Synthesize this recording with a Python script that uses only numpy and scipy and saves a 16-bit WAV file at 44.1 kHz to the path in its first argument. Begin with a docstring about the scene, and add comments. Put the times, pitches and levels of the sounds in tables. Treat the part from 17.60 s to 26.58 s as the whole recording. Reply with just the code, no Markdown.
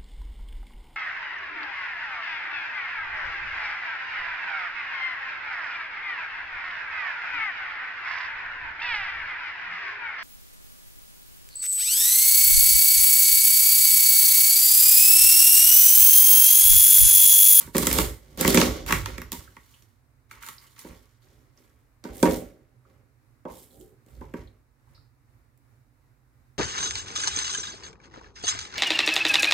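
"""Small tiled kitchen: a heavy knife splits a lobster shell on a plastic board laid over a steel sink.
Fractures, blows and dense crunch are noise bursts and pushes that ring modes of blade, shell, board and sink.
Later the knife is laid down, a towel is dropped and the wet halves are lifted and set back: clumped rustle,
pitched ticks and low thuds. A noise tail answers from the walls; shaped noise gives a faint appliance hum."""
import sys
import numpy as np
from scipy import signal
from scipy.fft import rfft, irfft, next_fast_len
from scipy.io import wavfile

SR = 44100
rng = np.random.default_rng(int(sys.argv[2]) if len(sys.argv) > 2 else 0)


def store_pcm(level_fs):
    """Save levels as 16-bit WAV."""
    pcm = np.round(np.clip(level_fs, -1, 1) * 32767).astype(np.int16)
    wavfile.write(sys.argv[1], SR, np.atleast_2d(pcm).T)


N = 396018

# Forces are arrays (5, 2, N): edge, top, shell body, board, sink; each in stereo.


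def undb(db):
    """Decibels to amplitude gain."""
    return 10 ** (np.asarray(db) / 20)


def unit(x):
    """Scale to rms 1."""
    return x / np.sqrt(np.mean(x ** 2))


def shape(x, points, to_gain=undb):
    """Zero-phase filter through (f/Hz, value) points joined on a log-frequency axis."""
    size = next_fast_len(x.shape[-1])
    freq_hz = np.maximum(np.arange(size // 2 + 1) * SR / size, 1)
    f, v = np.transpose(points)
    gain = to_gain(np.interp(np.log(freq_hz), np.log(f), v))
    return irfft(rfft(x, size) * gain, size)[..., :x.shape[-1]]


def stereo_noise(size, alike=None):
    """Mid and side noises mixed to a left-right correlation that depends on frequency."""
    if alike is None:
        # default correlation: f/Hz, correlation
        alike = [(50, 0.99), (250, 0.89), (700, 0.37), (1500, 0.17), (3000, 0.53), (6000, 0.16),
                 (16000, 0.19)]
    mid, side = rng.standard_normal((2, size))
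    mid = shape(mid, alike, lambda c: np.sqrt((1 + np.clip(c, 0, 1)) / 2))
    side = shape(side, alike, lambda c: np.sqrt((1 - np.clip(c, 0, 1)) / 2))
    return np.array([mid + side, mid - side])


def balance(x, points):
    """Left-right level difference that depends on frequency."""
    left = shape(x[0], points, lambda db: undb(db / 2))
    right = shape(x[1], points, lambda db: undb(-db / 2))
    return np.array([left, right])


def ring(x, modes):
    """Excite damped modes of unit total energy; neighbours swing in opposite phase."""
    t = np.arange(SR // 2) / SR
    response = 0
    for k, (hz, db, t60_s) in enumerate(modes):
        decay = np.exp(-np.log(1000) * t / t60_s)
        response = response + (-1) ** k * undb(db) * decay * np.sin(2 * np.pi * hz * t)
    response = response / np.sqrt(np.sum(response ** 2))
    return signal.fftconvolve(x, response[None], axes=1)[:, :N]


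def kitchen():
    """Room tone: noise coloured as a low hum under faint air, its level swelling slowly by about 1 dB."""
    # hum and air colour: f/Hz, relative level/dB
    colour = [(15, -48), (25, -16.5), (49, -7), (90, -14.5), (124, -5.5), (172, -34), (252, -20.5),
              (399, -31), (687, -33), (1360, -33), (2150, -36.5), (3320, -50.5), (3700, -45), (6300, -47.5),
              (15200, -47), (16500, -56)]
    # f/Hz, left-right correlation
    alike = [(60, 0.55), (130, .8), (290, 0.88), (640, 0.2), (1400, 0.073), (15000, 0.071)]
    # f/Hz, left minus right/dB
    pan = [(60, -2), (400, -5), (1300, -2), (2400, 6.5), (4400, -1.5), (15000, 4)]
    level_db = -61.5
    air = unit(shape(stereo_noise(N, alike), colour))
    swell_db = unit(shape(rng.standard_normal(N), [(1, 0), (3, 0), (10, -120)]))
    return balance(air, pan) * undb(level_db + swell_db)


def grit(stroke, per_s, spread_db, grain_ms, swell_db_per_s):
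    """Envelopes of dense grains of very unequal size; random grains kick each body."""
    # fade multipliers: edge, top, body, board, sink
    fade_share = [1.24, 1.3, 1.11, 1.133, 1.2]
    grip_s, grip_db = .03, 19.5  # quick onset
    start, peak, db, fade, *rel_db = stroke
    first = max(int(start * SR), 0)
    t = np.arange(first, min(first + SR, N)) / SR
    swell_db = swell_db_per_s * np.minimum(t - peak, 0)
    rise_db = swell_db - grip_db * np.clip(1 - (t - start) / grip_s, 0, 1)
    fall_db = np.outer(fade_share, fade * np.maximum(t - peak, 0))
    shut = np.clip(np.minimum(start + 1 - t, t - start) / .005, 0, 1)  # 5 ms ramps, 1 s at most

    chance, size = rng.random((2, 5, len(t)))
    clicks = (chance < per_s / SR) * undb(-spread_db * np.log(1 - size))
    clicks[1] = clicks[0] + 0.34 * clicks[1]  # top mostly follows the edge's grains
    grains = signal.lfilter([1], [1, -np.exp(-1000 / (grain_ms * SR))], clicks)
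    out = np.zeros((5, N))
    for k, body_db in enumerate([0] + rel_db):
        gain = undb(db + body_db + rise_db - fall_db[k])
        out[k, first:first + len(t)] = unit(grains[k]) * shut * gain
    return out


def friction():
    """Forces of crunch and handling: cutting in coarse grains, handling in fine clumped ones."""
    # blade crunching through the shell, with the board settling and creaking between strokes:
    # start t/s, peak t/s, edge level/dB, fade before fade_share/(dB/s),
    # then relative to edge: top level/dB, body level/dB, board level/dB, sink level/dB
    cut_strokes = [(-0.06, -0.009, -44, 196, 6.5, 0, -3, 8.5), (0.13, 0.408, -37, 151, 4.5, 1.5, 4.5, 7.5),
                   (0.6, 0.757, -68.5, 101.5, -2, 2, 8, 17), (0.77, 1.021, -30.5, 134.5, -2.5, 0.5, 7.5, 3),
                   (1.122, 1.2, -58, 98, -25, -1, 12.5, 20.5), (1.26, 1.333, -37.5, 160, 0, 6, 3, 9),
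                   (1.445, 1.436, -49.5, 67.5, -6, 5, 4.5, 14.5), (1.713, 1.734, -51, 109.5, 2, -0.5, 0, 3),
                   (1.895, 2.146, -69.5, 72.5, 1, 0, -13.5, -52)]
    # handling: sliding, hands gripping, and the rattle after the hard knock at 4.63 s; same columns
    rustle_strokes = [(2.689, 2.715, -62.5, 74.07, -2, 9, -3, 4.5),
                      (2.802, 2.868, -55.5, 111.6, 3.5, 4.5, -12.5, -22.5),
                      (2.978, 3.003, -66.5, 30, -1, -1, -7, -5), (3.158, 3.16, -57, 65, 1, 2, -11, -1.5),
                      (3.248, 3.262, -79.5, 135, -21, 19, 33, 25.5),
                      (3.598, 3.689, -76.5, 40.2, -1.5, 2, 8.5, 4.5),
                      (3.944, 3.992, -76, 49.6, 2, 5.5, 8.5, 10),
                      (4.427, 4.452, -62.5, 40.1, -2, 6.5, 19.5, 10.5),
                      (4.527, 4.617, -60, 277.8, 10.5, -8, -19, 11),
                      (4.632, 4.649, -41.5, 141.6, 0.5, 6.5, 21.5, 4.5),
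                      (4.68, 4.744, -53.5, 161, 6, -4, 5, 7.5),
                      (5.236, 5.306, -83.5, 68.7, -3.5, 11, 18.5, 16),
                      (5.867, 5.88, -63.5, 94, -0.5, 6, 17.5, 7),
                      (5.89, 6.008, -66, 131, 9, -19.5, -11, -10.5),
                      (6.086, 6.226, -75, 111, 8, -8, 17.5, 9), (6.452, 6.559, -75, 80.6, 3, 7, 16, 26.5),
                      (6.595, 6.605, -73.5, 60, -4.5, 6.5, 18, 18),
                      (6.74, 6.772, -67.5, 135.8, -3, 11, 18, 13.5),
                      (7.256, 7.352, -82, 150, 1, 8.5, 7.5, 22)]
    cut = sum(grit(stroke, per_s=1300., spread_db=1.5, grain_ms=2.8, swell_db_per_s=35)
              for stroke in cut_strokes)
    rustle = sum(grit(stroke, per_s=1200., spread_db=2.5, grain_ms=1.2, swell_db_per_s=37)
                 for stroke in rustle_strokes)
    clumps = unit(shape(rng.standard_normal((5, N)), [(5, 0), (30, 0), (80, -120)]))
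    envelopes = cut + rustle * undb(1.2 * clumps)
    return np.array([envelope * stereo_noise(size=N) for envelope in envelopes])


def knocks():
    """Forces of dull blows: a half-sine push on board and sink with a short noise tick at first touch."""
    # t/s, push level/dB, edge relative level/dB, sink relative level/dB, contact/ms
    blow_table = [(0.074, -37, -22, -17, 2.1), (0.153, -15.5, -19.5, -12, 1.67),
                  (0.226, -22.5, -6.5, -9.5, 1.8), (0.953, -21.5, -4.5, -8, 1.4),
                  (0.981, -14.5, -11, -8, 4.7), (1.728, -28, -8, -6.5, 2.82),
                  (3.247, -35.5, -32, -4.5, 1.44), (4.449, -28.5, -29.5, -7, 1.7),
                  (4.489, -39, -35, -16.5, 1.9), (4.628, -7, -18.5, -21, 1.15),
                  (4.654, -13, -29.5, -20.5, 1.9), (5.852, -32, -38, -11.5, 0.47),
                  (6.61, -35, -32, -7.5, 1.7), (6.738, -25.5, -34.5, -9, 1.66)]
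    body_db = -15
    force = np.zeros((5, 2, N + 2000))
    t = np.arange(2000) / SR
    for s, db, edge_db, sink_db, contact_ms in blow_table:
        push = np.sin(np.pi * np.clip(t * 1000 / max(contact_ms, .3), 0, 1))
        push = undb(24.5) * push / push.sum()
        tick = stereo_noise(size=2000) * np.exp(-t / 0.0047)
        i = int(s * SR)
        force[:2, :, i:i + 2000] += undb(db + edge_db) * tick
        force[2, :, i:i + 2000] += undb(db + body_db) * tick
        force[3, :, i:i + 2000] += undb(db) * push
        force[4, :, i:i + 2000] += undb(db + sink_db) * push
    return force[:, :, :N]


def board_overtones(blows):
    """Upper board modes, rung by the first-touch ticks of the blows."""
    # f/Hz, relative level/dB, t60/s
    modes = [(854, -2, 0.027), (947, 0.5, .12), (1010.6, -1, 0.053), (1172, -5, 0.084), (1500, -1, 0.046),
             (1700, -5, 0.02), (2120, -13.5, 0.034)]
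    return ring(undb(7.0) * blows[2], modes)


def cracks():
    """Forces of shell fractures: noise bursts a few ms long that also kick shell and board."""
    # t/s, edge level/dB, then relative to edge: top level/dB, shell body level/dB, board level/dB
    crack_table = [(0.148, -36, -12, 14, 14), (0.167, -24, 5, 0, 3.5), (0.1816, -21, 9, 3, 2),
                   (0.232, -27, 3.5, -7, -3.5), (0.2696, -17, 5.5, 6, -5), (0.3129, -23.5, 0, 6, -3.5),
                   (0.3285, -27, 14, 6, -5.5), (0.3862, -16.5, 0, 5.5, -4.5), (0.775, -40.5, 7, 6, 4.5),
                   (0.8103, -23, 10.5, 3.5, 1.5), (0.8483, -27, 3, 17, 11.5), (0.878, -12.5, 3, -6, -1),
                   (0.9039, -22.5, 5, 3, -4.5), (0.9451, -19, 8.5, 8.5, 5), (0.9739, -9.5, -16, 4, 0),
                   (1.0149, -13.5, -11, 5, -13.5), (1.263, -40, 6, 11, -13), (1.286, -51, 0, 14, -2.5),
                   (1.307, -37, -14, 25.5, 6), (1.3242, -21, 3, 16, -1), (1.4588, -28.5, -3.5, 10, -18),
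                   (1.4818, -52, -15, 3, 4.5), (1.5809, -35.5, -1, 7, 2), (1.617, -40.5, 4.5, 14, -1),
                   (1.719, -29.5, 6, 0.5, -10), (1.967, -57, -2, 23.5, 5.5), (2.1235, -62, -7, -8, -24.5),
                   (2.2231, -54.5, -2, -2.5, -7.5), (2.7113, -47, 1, 16, -20),
                   (2.8337, -51.5, -10, 20, -32), (2.8641, -41, 3, 3, -25), (2.8868, -38, 4, 8, -15),
                   (3.1637, -58.5, -7, 10, -12), (3.1916, -42, 3, 2.5, -31), (4.4399, -41, -6, 2, -2),
                   (6.4631, -66.5, 8, -4, 12), (7.9756, -75, 13.5, 6, -3.5)]
    decay_ms = 2.2
    force = np.zeros((5, 2, N + 2000))
    decay = np.exp(-np.arange(2000) / SR * 1000 / decay_ms)
    for s, db, top_db, body_db, board_db in crack_table:
        burst = stereo_noise(size=2000) * decay
        burst *= np.sqrt(np.sum(decay ** 2) / np.sum(burst ** 2))
        gain = undb(db + np.array([0, top_db, body_db, board_db]))
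        i = int(s * SR)
        force[:3, :, i:i + 2000] += gain[:3, None, None] * burst
        # the released load shoves the board one way
        force[3, :, i:i + 2000] += gain[3] * decay / np.sqrt(decay_ms)
    return force[:, :, :N]


def edge_snap(edge_force):
    """Brittle edge: the force heard directly as coloured noise."""
    # f/Hz, gain/dB
    snap_gain = [(1760, -30), (3000, -0.5), (3270, 0.5), (5740, -1.5), (7800, -3), (10000, -5), (14900, -3),
                 (16200, -20), (16500, -25.5)]
    colour = [(1500, -59.5)] + list(snap_gain)
    return undb(10.5) * shape(edge_force, colour)


def blade_ring(edge_force):
    """Steel blade modes, driven by a share of the edge force that varies with how freely it rings."""
    # f/Hz, relative level/dB, t60/s
    modes = [(4500, -4, .08), (5800, -4, .08), (7100, -4, .15), (8600, -3, .1), (11100, -5, .1),
             (12650, -2, .12), (14500, -4, .12), (15300, -4, .1)]
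    # t/s, share of the edge force/dB
    freedom = [(0, -18.5), (1.9, -23.5), (2.05, -2), (3.3, -1.5), (3.399, -46), (9, -45)]
    s, free_db = np.transpose(freedom)
    return ring(edge_force * undb(np.interp(np.arange(N) / SR, s, free_db)), modes)


def bodies(edge, top, body, board, sink):
    """Forces sound in the brittle edge, blade, shell, board and sink."""
    # modes of each body: f/Hz, relative level/dB, t60/s
    shell_modes = [(903, -7, 0.031), (1114, -2.5, 0.024), (1333, 0.5, 0.013), (1775, 5, 0.0054),
                   (2006, -0.5, 0.022), (2205, 3, 0.0071), (2840, 1, 0.0051), (3156, -4.5, 0.0067)]
    board_modes = [(172.8, -7, 0.11), (250, 1, 0.054), (350, 2.5, 0.043), (426.4, -4, 0.097),
                   (542, 1.5, 0.036), (621.4, -9.5, 0.13), (626, -12.5, 0.055), (788.7, -9.5, 0.06)]
    sink_modes = [(43.6, -2, 0.081), (59.4, 6, 0.11), (99.5, -6, 0.35), (112, -5, 0.2), (142, -4, 0.17)]
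    sink_lag_s = 0.045  # the heavy sink answers late
    edge_force = shape(edge, [(7000, 0), (10000, -30)]) + shape(top, [(5000, -30), (7500, 0)])
    late_sink = np.roll(sink, int(sink_lag_s * SR), axis=1)
    sharp = edge_snap(edge_force) + blade_ring(edge_force)
    return sharp + ring(body, shell_modes) + ring(board, board_modes) + ring(late_sink, sink_modes)


def ticks():
    """Narrow-band noise under damped envelopes: pitched ticks and low thuds."""
    # some give tone to the blows at the same moments: t/s, level/dB, f/Hz, t60/s
    tick_table = [(1.876, -47.5, 1500, .05), (2.14, -53.5, 2900, .06), (2.982, -42, 4750, 0.022),
                  (3.62, -69.5, 4020, 0.13), (3.975, -55.5, 5650, 0.033), (5.251, -59, 1288, 0.071),
                  (6.108, -59, 3770, 0.034), (6.199, -58.5, 7680, 0.084), (6.874, -57.5, 3760, 0.044),
                  (5.853, -41.5, 968, 0.33), (5.86, -39.5, 536, 0.28), (6.198, -48.5, 406, 0.39),
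                  (6.614, -44, 906, 0.17), (7.273, -61, 963, 0.082), (7.297, -43, 107, 0.31),
                  (7.347, -61, 4490, 0.33), (7.375, -58, 1375, 0.048)]
    out = np.zeros((2, N + 12000))
    t = np.arange(12000) / SR
    for s, db, hz, t60_s in tick_table:
        band = [(hz / 2, -80), (hz / 1.15, 0), (hz * 1.132, 0), (hz * 2, -80)]
        build_up = np.clip(t * hz / 2, 0, 1)  # two cycles
        swing = build_up * np.exp(-np.log(1000) * t / t60_s)
        i = int(s * SR)
        out[:, i:i + 12000] += undb(db) * unit(shape(stereo_noise(size=12000), band)) * swing
    return out[:, :N]


def room(x):
    """Tiled walls: a noise tail that dies at its own rate in each octave."""
    # f/Hz, t60/s
    decay_times = [(100, 0.1), (400, 0.33), (1100, 0.24), (3000, 0.25), (8000, 0.28), (16000, 0.25)]
    level_db = -4.5
    t = np.arange(int(.7 * SR)) / SR
    f, t60_s = np.transpose(decay_times)
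    noise, tail = stereo_noise(size=len(t)), 0
    for hz in 60 * 2. ** np.arange(9):
        band = shape(noise, [(hz / 2, 0), (hz, 1), (hz * 2, 0)], lambda v: v)
        band_t60_s = np.interp(np.log(hz), np.log(f), t60_s)
        tail = tail + band * np.exp(-np.log(1000) * t / band_t60_s)
    tail = tail * np.clip((t - .003) / 0.0013, 0, 1)  # the first walls answer after 3 ms
    tail = tail / np.sqrt(np.mean(np.sum(tail ** 2, axis=1)))
    mono = x.mean(axis=0, keepdims=True)
    return undb(level_db) * signal.fftconvolve(mono, tail, axes=1)[:, :N]


def scene():
    """Knife work and handling in the room, over the kitchen tone."""
    tone = kitchen()
    rubbing = friction()
    blows = knocks()
    forces = rubbing + blows + cracks()
    near = bodies(*forces) + board_overtones(blows) + ticks()
    return near + room(near) + tone


def record(dry):
    """Two ports differing in colour; the recorder cuts deep bass, rounds peaks and cuts the top."""
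    # f/Hz, left minus right/dB
    port_balance = [(60, -4.5), (110, -4.5), (200, -3.5), (380, -1.5), (700, -3.5), (1290, -3),
                    (2380, -0.5), (4400, -1.0), (8120, -5), (15000, -5.5)]
    bass_cut_hz, top_hz = 45, 16200
    high_pass = signal.butter(3, bass_cut_hz, "high", fs=SR, output="sos")
    low_pass = signal.ellip(12, .2, 90, top_hz, fs=SR, output="sos")
    ports = signal.sosfilt(high_pass, balance(dry, port_balance))
    return signal.sosfilt(low_pass, np.tanh(ports))


dry = scene()
out = record(dry)
store_pcm(out)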